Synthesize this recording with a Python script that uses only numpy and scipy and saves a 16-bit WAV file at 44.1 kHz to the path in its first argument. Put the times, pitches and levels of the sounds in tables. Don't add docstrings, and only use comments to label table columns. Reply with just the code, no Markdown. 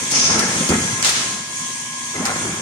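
import sys
import numpy as np
from scipy import signal
from scipy.fft import rfft, irfft, next_fast_len
from scipy.io import wavfile
from scipy.ndimage import uniform_filter1d, map_coordinates

SR = 44100
rng = np.random.default_rng(int(sys.argv[2]) if len(sys.argv) > 2 else 0)


def dump_mix(stems):
    frames = np.atleast_2d(stems).T
    limited = np.clip(frames, -1, 1)
    pcm = np.round(limited * 32767).astype(np.int16)
    wavfile.write(sys.argv[1], SR, pcm)


def nominal_scale(level):
    x = np.asarray(level, float) / 20
    return 10 ** x


N = 115101
FLUTTER_DB = 2


def unit(x):
    return x / np.sqrt(np.mean(x ** 2) + 1e-20)


def along(points, hz):
    f, v = np.transpose(points)
    return np.interp(np.log(hz + 1), np.log(f + 1), v)


def wobble(knots_per_s):
    knots = rng.standard_normal(int(N * knots_per_s / SR) + 4)
    return map_coordinates(knots, [np.arange(N) * knots_per_s / SR])


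def filtered(x, response):
    m = next_fast_len(N + SR // 2)
    return irfft(rfft(x, m) * response(np.fft.rfftfreq(m, 1 / SR)), m)[..., :N]


def body(peaks):
    def response(f):
        total = 0
        for k, (center_hz, width_hz, db) in enumerate(peaks):
            damping = 1j * f * width_hz
            total = total + (-1) ** k * nominal_scale(db) * damping / (center_hz ** 2 - f * f + damping)
        return total
    return response


def shape(start_s, rise_s, hold_s, t60_s):
    t = np.arange(N) / SR - start_s
    release = nominal_scale(-60 * np.clip(t - rise_s - hold_s, 0, None) / t60_s)
    return np.clip(t / rise_s, 0, 1) * release


def spread(pair):
    # (frequency [Hz], side over mid [dB])
    side_over_mid = [(60, -12), (180, -18), (550, -10), (1200, 1), (2500, -0.5), (4970, 0.5), (15000, -1)]
    mid, side = filtered(pair, lambda f: np.array([f * 0 + 1, nominal_scale(along(side_over_mid, f))]))
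    return np.array([mid + side, mid - side])


def rush(spectrum, patchy_db):
    z = signal.stft(rng.standard_normal((2, N)), nperseg=512)[2]
    patches = rng.standard_normal(z.shape[1:])
    patches = uniform_filter1d(uniform_filter1d(patches, 5, 0), 8, 1)
    pair = signal.istft(z * nominal_scale(patchy_db * unit(patches)), nperseg=512)[1][:, :N]
    return spread(unit(filtered(pair, lambda f: nominal_scale(along(spectrum, f)))))


def tone(hz):
    cycles = np.cumsum(hz + hz * 0.0012 * wobble(16)) / SR
    return np.sin(2 * np.pi * (cycles + rng.random((2, 1))))


def motors():
    # (frequency [Hz], level [dB rms])
    steady = [(242, -47.5), (990.5, -49.5), (1658, -44), (2250, -50.5), (3241, -48)]
    # (frequency [Hz], level [dB rms])
    beating = [(1055, -43.5)]
    # (time [s], level [dB rms])
    pump = [(0, -49), (.15, -43), (1.1, -41), (1.3, -52.5), (2.1, -50), (2.3, -49)]
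    beat_hz, beat_depth, beat_peak_s, pump_hz = 3, 0.55, 1.65, 2107
    t = np.arange(N) / SR
    beat = 1 + beat_depth * np.cos(2 * np.pi * beat_hz * (t - beat_peak_s))
    whine = beat * sum(nominal_scale(db) * tone(hz) for hz, db in beating)
    whine = whine + sum(nominal_scale(db) * tone(hz) for hz, db in steady)
    pump_db = np.interp(t, *np.transpose(pump)) + FLUTTER_DB * wobble(11.9)
    return np.sqrt(2) * spread(whine + nominal_scale(pump_db) * tone(pump_hz))


def air_leak():
    # (frequency [Hz], density [dB per Hz])
    jet_spectrum = [(880, -16.5), (1500, -17), (2180, -5), (2840, -10), (3350, -6), (3730, -10), (5110, -9),
                    (6730, -2.5), (7500, -6.5), (15600, -19)]
    # (frequency [Hz], width [Hz], level [dB])
    nozzle = [(5700, 55, 0), (5970, 72, 2), (6330, 62, 0.5), (6496, 64, 2.5), (7100, 45, 4), (8640, 370, 0)]
    # (time [s], level [dB])
    pressure = [(0, 7), (.9, 6.5), (1.4, 2), (2.1, 2)]
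    jet = unit(filtered(rush(jet_spectrum, patchy_db=1.5), lambda f: 1 + np.abs(body(nozzle)(f))))
    drift_db = np.interp(np.arange(N) / SR, *np.transpose(pressure))
    return nominal_scale(-29 + drift_db + 0.88 * wobble(8.34)) * jet


def far_machines():
    # (frequency [Hz], density [dB per Hz])
    hum_spectrum = [(24, -66), (45, -27.5), (152, -5), (209, -11.5), (232, -7.5), (401, -20), (818, -21),
                    (1030, -9), (1500, -44), (1950, -66), (3300, -120)]
    return nominal_scale(-40) * rush(hum_spectrum, patchy_db=2.0)


def carriage():
    # (time [s], effort [dB], load on the frame over effort [dB])
    travel = [
        [(0.0, -34.5, 1), (0.09, -45, 10.5), (0.14, -29.5, 1), (0.28, -33, 3.5), (0.31, -23.5, 4.5),
         (0.432, -26.5, 0), (0.466, -30.5, 2.5), (0.668, -33.5, 8), (0.692, -35, 2)],
        [(0.692, -26.5, 12.5), (0.734, -21.5, 7), (0.776, -35, 8), (1.03, -40, 0.5), (1.054, -35, -1),
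         (1.354, -42.5, 8.5), (1.39, -44, -3), (1.45, -56.5, 3)],
        [(2.14, -45, 0), (2.15, -33, 2), (2.19, -31.5, 9), (2.243, -31, 6), (2.258, -28.5, -9),
         (2.3, -29, -0.5), (2.449, -34, 7), (2.599, -37, 5), (2.61, -41, 11)],
    ]
    # (frequency [Hz], width [Hz], level [dB])
    rail_modes = [(427, 78, -2), (690, 273, -0.5), (890, 93, 4.5), (1067, 52, 3), (1350, 134, 3),
                  (1670, 230, -1.5), (2160, 470, -3)]
    # (frequency [Hz], width [Hz], level [dB])
    frame_modes = [(88.7, 24.5, -4.5), (119.7, 11, -3), (162.5, 26, -2), (235, 50, -1.5), (359.6, 98, -6)]
    rattles_per_s, rattle_spread_db, rumble_db = 1500, 5, -3
    damping_db_per_db, damped_above_hz = 0.52, 1050
    t = np.arange(N) / SR
    effort, load = 0, 0
    for rows in travel:
        s, db, over_db = np.transpose(rows)
        effort = effort + nominal_scale(np.interp(t, s, db, left=-120, right=-120))
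        load = load + nominal_scale(np.interp(t, s, db + over_db, left=-120, right=-120))
    chance, sign = rng.random((2, 2, N))
    taps = (chance < rattles_per_s / SR) * np.sign(sign - 0.5)
    taps = taps * nominal_scale(rattle_spread_db * rng.standard_normal((2, N)))
    rails = unit(filtered(taps, body(rail_modes)))
    bright = filtered(rails, lambda f: 1 / (1 + (damped_above_hz / (f + 1)) ** 4))
    rails = rails + bright * ((effort / load) ** damping_db_per_db - 1)
    frame = filtered(taps, body(frame_modes))
    frame = unit(filtered(frame, lambda f: 1 / (1 + 1j * f / 600)))
    shake = load * nominal_scale(rumble_db + FLUTTER_DB * wobble(30.26))
    return spread(effort * rails + shake * frame)


def valves():
    # (time [s], rise [s], hold [s], t60 [s], level [dB])
    exhausts = [
        (0.103, 0.042, 0.14, 0.72, -19.5),
        (1.021, 0.023, 0.029, 0.45, -21.5),
        (1.13, 0.027, 0.057, 0.38, -27),
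    ]
    # (time [s], level [dB])
    puffs = [
        (0.112, -24),
        (0.315, -32),
        (0.391, -21),
        (0.69, -22),
        (1.043, -18.5),
        (1.064, -19),
        (1.09, -19.5),
        (2.252, -20),
    ]
    # (time [s], level [dB])
    ticks = [
        (.1106, -24),
        (0.1175, -19),
        (.3925, -16),
        (0.6896, -18.5),
        (1.0263, -10),
        (1.0473, -16.5),
        (2.253, -26),
        (2.263, -27),
    ]
    # (frequency [Hz], density [dB per Hz])
    muffled = [(880, -49), (1500, -35), (2290, -8.5), (4400, -10.5), (5300, 1.5), (6500, 1), (7300, -16.5),
               (10800, -15.5), (11900, -60)]
    # (frequency [Hz], density [dB per Hz])
    open_port = [(290, -37), (500, -9), (1990, 0.5), (2370, 0.5), (4800, 0), (6220, 1.5), (8910, -5.5),
                 (10400, -11), (15600, -14.5)]
    # (frequency [Hz], density [dB per Hz])
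    snap_spectrum = [(700, -4), (1500, -12), (3000, -2), (5000, 3), (8000, 3.5), (11000, -5), (15700, -2.5)]
    vents = [nominal_scale(db + 1.6 * wobble(60.4)) * shape(s, rise_s, hold_s, t60_s)
             for s, rise_s, hold_s, t60_s, db in exhausts]
    snaps = sum(nominal_scale(db) * shape(s, 0.0027, 0.0024, 0.11) for s, db in puffs)
    snaps = snaps + sum(nominal_scale(db) * shape(s, 0.0005, 0, 0.012) for s, db in ticks)
    silenced = vents[0] * rush(muffled, patchy_db=0.0)
    vented = sum(vents[1:]) * rush(open_port, patchy_db=0.5)
    return silenced + vented + snaps * rush(snap_spectrum, patchy_db=1.2)


def struck(rows, rise_s, t60_s):
    total = 0
    for s, db, hz, *glide_hz_per_s in rows:
        t = np.arange(N) / SR - s
        ring = np.sin(2 * np.pi * (hz + sum(glide_hz_per_s) * t / 2) * t)
        total = total + nominal_scale(db + FLUTTER_DB * wobble(69.56)) * shape(s, rise_s, 0, t60_s) * ring
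    return total


def clamp_knocks():
    # (time [s], peak level [dB], ring frequency [Hz])
    knocks = [(0.119, -13.5, 282), (0.181, -12, 244), (0.299, -20, 252), (0.322, -17, 193),
              (0.374, -17, 227), (0.452, -6.5, 192), (0.551, -35, 240), (0.604, -7, 225),
              (0.777, -10.5, 235), (0.806, -11, 159), (0.843, -13, 180), (0.925, -10, 128),
              (0.947, -23, 156), (1.328, -22, 222), (2.149, -18.5, 407), (2.192, -10.5, 191),
              (2.233, -12.5, 230), (2.293, -16, 220), (2.455, -15.5, 350), (2.477, -19, 223),
              (2.527, -15.5, 188), (2.559, -31, 246), (2.594, -28, 348)]
    return nominal_scale(-10.5) * struck(knocks, rise_s=0.006, t60_s=0.09)


def bar_clangs():
    # (time [s], level [dB], frequency [Hz], glide [Hz/s])
    clangs = [(.315, -22, 1700, 0), (.392, -19, 1370, 0), (.42, -19, 1810, -9000), (.45, -33, 1350, 0),
              (.72, -20, 396, -2), (.735, -24, 1820, 8000), (.134, -26, 2180, 0), (.608, -25, 512, 0),
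              (.69, -25.5, 2470, -2.5), (.78, -28, 3190, 0), (.815, -36, 1044, 0), (.835, -27, 3260, 0),
              (.881, -25, 1650, 0), (.9, -27, 2050, 0), (2.143, -35, 1040, 0), (2.153, -29, 2066, 0),
              (2.215, -24, 599, 3000), (2.232, -34, 1920, 0), (2.237, -33, 790, 1.5),
              (2.253, -27.5, 1370, 0), (2.268, -30, 902, 0), (2.288, -25, 751, 0), (2.293, -24, 1420, 0),
              (2.3, -36, 1650, 0), (2.35, -34, 1540, 0)]
    return struck(clangs, rise_s=0.008, t60_s=0.09)


def ram():
    # (multiple of judder rate [1], level [dB])
    orders = [(1, -9.5), (2, -1.5), (3, -15), (4, -18.5), (6, -33)]
    start_s, lag_s, judder_hz, sag_hz_per_s = 0.69, 0.0045, 113, 28
    t = np.arange(N) / SR - start_s - lag_s
    turn = 2 * np.pi * (judder_hz * t - sag_hz_per_s * t ** 2 / 2)
    buzz = sum(nominal_scale(db + 2 * wobble(60.1)) * np.sin(k * turn - np.pi / 2) for k, db in orders)
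    return nominal_scale(-17) * np.sqrt(2) * shape(start_s, rise_s=0.008, hold_s=0.058, t60_s=0.04) * buzz


def guide_scrape():
    # (frequency [Hz], density [dB per Hz])
    friction = [(300, -30), (600, -9), (1900, 1), (2900, -3), (3600, -40)]
    envelope = shape(0.715, rise_s=0.022, hold_s=0.018, t60_s=0.04)
    return nominal_scale(-30) * envelope * rush(friction, patchy_db=1)


def hall(x):
    # (frequency [Hz], t60 [s])
    decay = [(100, 1.29), (1000, 1.08), (5000, 1.04), (12000, 0.47)]
    hz, t, z = signal.stft(rng.standard_normal((2, SR)), SR, nperseg=512)
    tail = signal.istft(z * nominal_scale(-60 * t / along(decay, hz)[:, None]), SR, nperseg=512)[1]
    tail = tail / np.linalg.norm(tail[0])
    delayed = np.pad(x, (600, 0))[None]
    return spread(signal.fftconvolve(delayed, tail, axes=1)[:, :N])


def scene():
    lead_s, left_db = 0.00014, 0.32
    blows = clamp_knocks() + bar_clangs() + ram()
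    machine = carriage() + valves() + blows + guide_scrape()
    background = far_machines() + air_leak() + motors()
    field = machine + nominal_scale(-9.5) * hall(machine[0]) + background
    sides = np.array([[1], [-1]])
    ports = filtered(field, lambda f: np.exp(1j * np.pi * f * lead_s * sides))
    return ports * nominal_scale(left_db * sides)


def starved(x):
    # (frequency [Hz], readiness to go empty [sigma])
    holes = [(2500, -12), (3000, -2.2), (3400, -3), (3750, -.7), (4300, -4), (9800, -3), (11600, .2),
             (13500, -.4), (15300, .6)]
    masking_per_db = 0.22
    hz, t, z = signal.stft(x, SR, nperseg=1024, noverlap=768)
    power = np.abs(z).mean(axis=0) ** 2 + 1e-14
    band_db = 10 * np.log10(uniform_filter1d(power, size=24, axis=0))
    air_db = 10 * np.log10(power[90:].sum(axis=0))
    margin_db = band_db - np.median(band_db, axis=1)[:, None] - air_db + np.median(air_db)
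    luck = rng.standard_normal((len(hz) // 4 + 1, len(t) // 7 + 1))
    luck = unit(luck.repeat(4, axis=0).repeat(7, axis=1)[:len(hz), :len(t)])
    kept = luck + masking_per_db * margin_db > along(holes, hz)[:, None]
    return signal.istft(z * kept, SR, nperseg=1024, noverlap=768)[1][:, :N]


def low_pass(x):
    return signal.sosfilt(signal.butter(12, 15780, fs=SR, output="sos"), x)


def record(dry):
    # (frequency [Hz], gain [dB])
    mic = [(9500, 0), (10500, -2), (11300, -7.5), (15700, -13.5)]
    heard = filtered(dry, lambda f: (1j * f / (55 + 1j * f)) ** 2 * nominal_scale(along(mic, f)))
    mix = starved(heard)
    return low_pass(mix)


dry = scene()
out = record(dry)
dump_mix(out)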